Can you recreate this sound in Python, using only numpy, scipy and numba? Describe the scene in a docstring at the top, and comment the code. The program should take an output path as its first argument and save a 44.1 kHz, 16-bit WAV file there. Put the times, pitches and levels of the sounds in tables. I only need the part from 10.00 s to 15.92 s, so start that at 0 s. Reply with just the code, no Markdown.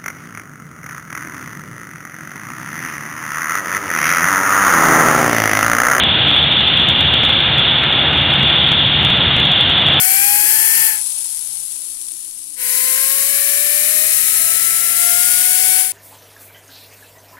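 """A small hand-held rotary air engine runs above a table, fed from a blow gun.
Its rotor chops the air five times a turn into a rising whine, wrapped in exhaust rush and jet hiss.
At 1 s the air is shut off and the engine coasts down with a dry metallic rattle and a few hard knocks.
From 2.56 s the air drives it up again; the whine climbs until the trigger eases at the very end."""
import sys
import numpy as np
from scipy import signal
from scipy.fft import rfft, irfft, next_fast_len
from scipy.io import wavfile
from numba import njit

SR = 44100
rng = np.random.default_rng(int(sys.argv[2]) if len(sys.argv) > 2 else 0)


def generate_wav(sig):
    """Save sig (samples, or channels by samples) to the path in sys.argv[1] as 16-bit PCM at SR."""
    pcm = np.round(np.clip(np.atleast_2d(sig).T, -1, 1) * 32767).astype(np.int16)
    wavfile.write(sys.argv[1], SR, pcm)


N = 261072
TIME = np.arange(N) / SR
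FREQS = np.arange(N // 2 + 1) * SR / N
PUFFS_PER_TURN, CRUISE_PUFF_HZ = 5, 700

# squeezes of the blow gun's trigger: (opens [s], fully shut [s], extra chamber drive [dB])
TRIGGER_SQUEEZES = [(-1, 1.03, 2.3), (2.56, 5.962, 0)]
# air pressure while the trigger is held: (time [s], relative level [dB])
AIR_PRESSURE = [(.9, 1.7), (2.7, -.3), (3.75, 0), (3.9, .9), (4.55, .8), (4.92, -.5), (5.02, 1.9),
                (5.75, 2.2)]
# rotor speed, the pitch of the whine: (time [s], puff rate [Hz])
ROTOR_SPEED = [(0, 733), (.2, 795), (.5, 859), (.75, 898), (.88, 882), (1, 852), (2.56, 497), (2.7, 499),
               (3.4, 574), (3.78, 592.5), (4.2, 637), (4.68, 674), (4.96, 680.5), (5.5, 737), (5.77, 755),
               (5.92, 747)]
# partials of the whine: (multiple of puff rate [x], level at cruise [dB], change per speed doubling [dB])
WHINE_HARMONICS = [(1, -1.2, -1.9), (2, -.6, 1), (3, -2.2, 7), (4, -8, -7)]
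# resonances of the outlet and its surroundings: (centre [Hz], width [Hz], gain [dB])
OUTLET_RESONANCES = [(537, 150, -37.5), (592, 44, -36), (617, 28, -36), (657, 20, -40.5), (696, 32, -32),
                     (760, 90, -31.5), (823, 62, -28), (878, 82, -39), (1056, 200, -34.5), (1405, 250, -28),
                     (1591, 89, -34), (1775, 260, -26), (2060, 230, -27), (2360, 340, -23.5),
                     (3100, 1400, -36)]
# midrange body of the exhaust: (frequency [Hz], relative level [dB])
EXHAUST_EQ = [(40, -44), (150, -31.5), (300, -19), (470, -14), (650, -22), (850, -15), (1150, -18),
              (1400, -7), (1650, -2), (2100, 2), (2600, -3.5), (3400, -10.5), (6000, -63)]
# bright top of the jet: (frequency [Hz], relative level [dB])
JET_EQ = [(1500, -38), (2800, -16.5), (3700, -12), (4600, -12), (6300, -11.5), (7400, -7), (8700, -4.5),
          (9900, .5), (10800, -2.5), (12200, -4), (13200, -9), (15000, -8), (15700, -11)]
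# breathy whistle of leaking air: (time [s], pitch [Hz], relative level [dB])
LEAK_WHISTLE = [(0, 11820, 8.5), (.9, 11820, 7.5), (2.6, 11350, 6), (4.1, 11250, 4.5), (5.2, 10540, 2),
                (5.9, 10580, 9)]
# partials of the turning rotor: (multiple of turning rate [x], relative level [dB])
SHAFT_HARMONICS = [(1, 0), (2, 0), (3, -10), (6, 0), (7, -4)]
# resonances of the housing: (centre [Hz], width [Hz], gain [dB])
HOUSING_RESONANCES = [(136, 24, -52.5), (172, 130, -53.5), (248, 90, -54.5), (335, 85, -49),
                      (462, 110, -41.5), (1050, 700, -54.5)]
# lower notch in the hiss, shifting as the engine is turned: (time [s], centre [Hz], depth [0-1])
LOWER_NOTCH = [(0, 3600, 0.7), (1, 3640, 0.84), (2.6, 3500, 0.74), (3.6, 3420, 0.5), (4.6, 3450, 0.59),
               (5.3, 3680, 0.39), (5.9, 3930, 0.36)]
# its upper companion: (time [s], centre [Hz], depth [0-1])
UPPER_NOTCH = [(0, 3900, 0.87), (1, 3920, 0.76), (2.6, 4640, .15), (3.3, 4600, 0.24), (4.4, 4700, 0.85),
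               (5.1, 4300, .45), (5.9, 3860, .4)]
# reflection off the hand, shifting as the engine is turned: (time [s], delay [s])
HAND_REFLECTION = [(0, .000508), (1.3, .000508), (2, .000708), (4.2, .00071), (5, .000745), (5.3, .00077),
                   (5.9, .0008)]
# reflections off hand, arm and table: (multiple of the hand's delay [x], gain [linear])
REFLECTION_TAPS = [(1, 0.013), (2.35, 0.12), (3.9, -0.016), (6.2, 0.15), (9.7, -0.15)]
# low rumble of the room: (frequency [Hz], relative level [dB])
ROOM_EQ = [(20, 4), (50, -3.5), (110, -8.5), (180, -13), (400, -9.5), (1000, -23.5), (4000, -31)]
# metallic ring of the rattle: (frequency [Hz], relative level [dB])
RATTLE_EQ = [(100, -33), (330, -39), (600, -38.5), (830, -24), (1200, -29.5), (2000, -24.5), (3000, -19),
             (7200, -10), (8500, -1.5), (9050, -1), (9550, 0.5), (10200, 3.5), (12000, -12), (15800, -25.5)]
# hardest knocks of the loose rotor: (time [s], relative level [dB])
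ROTOR_KNOCKS = [(1.256, -14), (1.6301, -14), (1.9046, -10), (2.0148, -7.5), (2.0507, -18), (2.0857, -8),
                (2.1187, -6), (2.3914, -13), (2.4014, -20), (2.4782, -18)]
# direct part of the noise on the right: (frequency [Hz], gain [0-1])
RIGHT_DIRECT = [(100, 0.35), (700, 0.82), (1500, 1), (2500, 0.35), (4000, 0.1), (8000, 0.12), (15000, 0.12)]
# off-axis dullness of the right microphone: (frequency [Hz], level against the left [dB])
RIGHT_EQ = [(100, -2), (700, -6), (1700, -6.5), (3000, -9.5), (4500, -13), (7000, -12), (9800, -18.5),
            (11500, -6.5), (12600, -20), (13600, -8), (14700, -15), (15700, -2)]


def from_db(db):
    """Decibels to gain."""
    return 10 ** (np.asarray(db) / 20)


def unit_rms(x):
    """Scale to unit power."""
    return x / np.sqrt(np.mean(np.abs(x) ** 2) + 1e-20)


def automation(rows):
    """One curve per column after the time, sample by sample."""
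    times, *columns = np.transpose(rows)
    return [np.interp(TIME, times, column) for column in columns]


def eq_curve(points):
    """Spread a spectrum over all frequency bins, on a log axis."""
    hz, value = np.transpose(points)
    return np.interp(np.log(np.maximum(FREQS, 1)), np.log(hz), value)


def equalise(x, eq):
    """Filter by a smooth spectrum."""
    return irfft(rfft(x) * from_db(eq_curve(eq)), N)


def drift(rate_hz, hop=8):
    """Random modulation, spread 1, rolling off above the given rate."""
    size = next_fast_len(N // hop + 2)
    hz = np.arange(size // 2 + 1) * SR / hop / size
    slow = irfft(rfft(rng.standard_normal(size)) / (1 + (hz / rate_hz) ** 2), size)
    return np.interp(np.arange(N) / hop, np.arange(size), unit_rms(slow))


def narrow_noise(hz, width_hz):
    """Two unrelated narrow noise bands around a moving centre."""
    phase = 2 * np.pi * np.cumsum(hz) / SR
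    pair = [drift(width_hz / 2) * np.cos(phase) + drift(width_hz / 2) * np.sin(phase) for _ in range(2)]
    return unit_rms(np.array(pair))


def resonance_gain(resonances, hz):
    """How strongly a body with steep resonances radiates this pitch."""
    return sum(from_db(db) / (1 + (2 * (hz - centre) / width) ** 2) ** 2
               for centre, width, db in resonances)


def valve(attack_s=.066, release_s=.165):
    """Each squeeze builds the air up, then pinches it off: gives flow (0-1) and chamber drive."""
    flow = drive = 0
    for opens, shut, drive_db in TRIGGER_SQUEEZES:
        swell = 1 - np.exp(-np.maximum(TIME - opens, 0) / attack_s)
        burst = swell * np.clip((shut - TIME) / release_s, 0, 1)
        flow += burst
        drive += from_db(drive_db) * burst
    return flow, drive


def rotor(wobble=0.00076):
    """Puff rate and shaft angle; while coasting, drag lengthens each turn at a steady pace."""
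    times, rates = np.transpose(ROTOR_SPEED)
    puff_hz = (1 + wobble * drift(17)) / np.interp(TIME, times, 1 / rates)
    return puff_hz, 2 * np.pi * np.cumsum(puff_hz / PUFFS_PER_TURN) / SR


def whine(puff_hz, angle, roughness=0.1, jitter_rad=0.017, turn_depth=0.027):
    """Chopped air, no two puffs alike; each harmonic swells as it crosses an outlet resonance."""
    phase = PUFFS_PER_TURN * angle + jitter_rad * drift(160)
    doublings = np.log2(puff_hz / CRUISE_PUFF_HZ)
    tone = 0
    for k, db, rise_db in WHINE_HARMONICS:
        gain = from_db(db + rise_db * doublings) * resonance_gain(OUTLET_RESONANCES, k * puff_hz)
        tone += gain * np.sin(k * phase)
    return np.sqrt(2) * tone * (1 + roughness * drift(80) + turn_depth * np.sin(angle))


def exhaust_rush(angle, puff_depth=0.083, turn_depth=0.18):
    """Turbulence in the outlet pulses with each puff and each turn."""
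    pulsing = 1 + puff_depth * np.cos(PUFFS_PER_TURN * angle) + turn_depth * np.cos(angle)
    return unit_rms(equalise(rng.standard_normal((2, N)) * pulsing, EXHAUST_EQ))


def jet_hiss(angle, hiss_gain_db=14.5, flutter_db=0.29, spit_db=0.5, puff_depth=0.065):
    """Air forced through narrow gaps: a bright, slightly spitting hiss with a breathy whistle."""
    whistle_hz, whistle_db = automation(LEAK_WHISTLE)
    hiss = from_db(hiss_gain_db) * unit_rms(equalise(rng.standard_normal((2, N)), JET_EQ))
    whistle = from_db(whistle_db) * narrow_noise(whistle_hz, width_hz=620)
    flutter = from_db(flutter_db * drift(50) + spit_db * drift(700))
    return (hiss + whistle) * flutter * (1 + puff_depth * np.cos(PUFFS_PER_TURN * angle))


def shaft_hum(puff_hz, angle, flow, waver_db=2.5, sway_rad=0.16, unloaded_db=-13):
    """The unbalanced rotor shakes the housing into a wavering hum, softer without air."""
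    turn_hz = puff_hz / PUFFS_PER_TURN
    hum = 0
    for k, db in SHAFT_HARMONICS:
        gain = from_db(db + waver_db * drift(16)) * resonance_gain(HOUSING_RESONANCES, k * turn_hz)
        hum += gain * np.sin(k * angle + sway_rad * drift(25))
    return np.sqrt(2) * from_db(unloaded_db * (1 - flow)) * hum


@njit
def swept_bandpass(x, step, damping):
    """State-variable band-pass with unity gain at its moving centre."""
    out = np.zeros(len(x))
    band_state = low_state = 0.
    for i in range(len(x)):
        g = step[i]
        band = (band_state + g * (x[i] - low_state)) / (1 + g * (g + damping[i]))
        band_state = 2 * band - band_state
        low_state += 2 * g * band
        out[i] = damping[i] * band
    return out


def swept_notch(x, track, width_hz):
    """Scoop a moving hollow out of the hiss."""
    hz, depth = automation(track)
    step = np.tan(np.pi * hz / SR)
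    damping = 2 * np.pi * width_hz / SR / np.sin(2 * np.pi * hz / SR)
    return x - depth * np.array([swept_bandpass(layer, step, damping) for layer in x])


def near_reflections(x):
    """Short moving echoes off hand, arm and table comb the noise and make it phase."""
    delay, = automation(HAND_REFLECTION)
    echoes = [sum(gain * np.interp(TIME - k * delay, TIME, layer) for k, gain in REFLECTION_TAPS)
              for layer in x]
    return x + np.array(echoes)


def room_tone(shared_db=-63, width=0.88):
    """A faint bed of low rumble, mostly shared by both sides."""
    shared, left, right = [unit_rms(equalise(rng.standard_normal(N), ROOM_EQ)) for _ in range(3)]
    return from_db(shared_db) * (shared + width * np.array([left, right]))


def contact_decay(hits, decay_s):
    """The power of each contact dies away exponentially."""
    return signal.lfilter([1], [1, -np.exp(-1 / (decay_s * SR))], hits + 1e-18)


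def rattle(angle, gain, ticks_per_s=600, spread_db=3, bunching=0.85, tick_db=-4.5, rub_db=-2, knock_db=-8):
    """The unloaded rotor rubs, knocks and ticks on the housing; the ticks bunch twice a turn."""
    chance = ticks_per_s / SR * (1 + bunching * np.cos(2 * angle))
    sizes = from_db(spread_db * np.minimum(rng.exponential(1, N), 4))
    ticks = contact_decay(sizes ** 2 * (rng.random(N) < chance), decay_s=.0005)
    knocks = np.zeros(N)
    for time_s, peak_db in ROTOR_KNOCKS:
        knocks[round(time_s * SR)] = from_db(peak_db + knock_db) ** 2
    chatter = from_db(tick_db) ** 2 * ticks / ticks.mean() + from_db(rub_db) ** 2
    power = gain ** 2 * chatter + contact_decay(knocks, decay_s=.0013)
    metal = equalise(np.sqrt(power) * rng.standard_normal((2, N)), RATTLE_EQ)
    return metal / np.sqrt(np.mean(from_db(eq_curve(RATTLE_EQ)) ** 2))   # cancel the EQ's overall gain


def housing_drone(level_db=-60.5):
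    """The slowing rotor wakes a low, sagging resonance of the housing."""
    fade = np.interp(TIME, [1.3, 1.9, 2.6, 2.9], [0, 1, 1, 0])
    hz = np.interp(TIME, [1.9, 2.5], [338, 305])
    return from_db(level_db) * fade * narrow_noise(hz, width_hz=32)


def stereo_image(tones, noise, right_tone_db=-2.5, right_lag_s=.00021):
    """The left microphone faces the engine; the right hears it later, duller and more scattered."""
    near, scattered = noise
    share = eq_curve(RIGHT_DIRECT)
    lag = np.exp(-2j * np.pi * FREQS * right_lag_s)
    direct = (from_db(right_tone_db) * rfft(tones) + share * rfft(near)) * lag
    right = irfft(direct + np.sqrt(1 - share ** 2) * rfft(scattered), N)
    return np.array([tones + near, equalise(right, RIGHT_EQ)])


def scene(exhaust_db=-27.1, jet_db=-25.7, rattle_db=-20.4, rattle_db_per_doubling=13.5):
    """The mix: air pressure rides whine, rush and hiss; the rattle comes up as the flow drops."""
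    puff_hz, angle = rotor()
    pressure_db, = automation(AIR_PRESSURE)
    flow, drive = valve()
    chamber_gain = drive * from_db(.3 * pressure_db)   # the chamber takes only part of the swing
    jet_gain = flow ** 1.4 * from_db(jet_db + pressure_db)
    doublings = np.log2(puff_hz / CRUISE_PUFF_HZ)
    rattle_gain = (1 - flow ** 2) * from_db(rattle_db + rattle_db_per_doubling * doublings)
    tones = chamber_gain * whine(puff_hz, angle) + shaft_hum(puff_hz, angle, flow)
    # each noise is a pair: the direct sound, and the sound scattered by the surroundings
    air = chamber_gain * from_db(exhaust_db) * exhaust_rush(angle) + jet_gain * jet_hiss(angle)
    air = swept_notch(air, LOWER_NOTCH, width_hz=460)
    air = swept_notch(air, UPPER_NOTCH, width_hz=330)
    noise = near_reflections(air + rattle(angle, rattle_gain)) + housing_drone()
    return stereo_image(tones, noise) + room_tone()


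def record(dry):
    """Peaks clip at full scale, then a steep low-pass cuts the top."""
    cutoff_hz = 15850
    lowpass = 1 / (1 + (FREQS / cutoff_hz) ** 400)
    return irfft(rfft(np.clip(dry, -1, 1)) * lowpass, N)


dry = scene()
out = record(dry)
generate_wav(out)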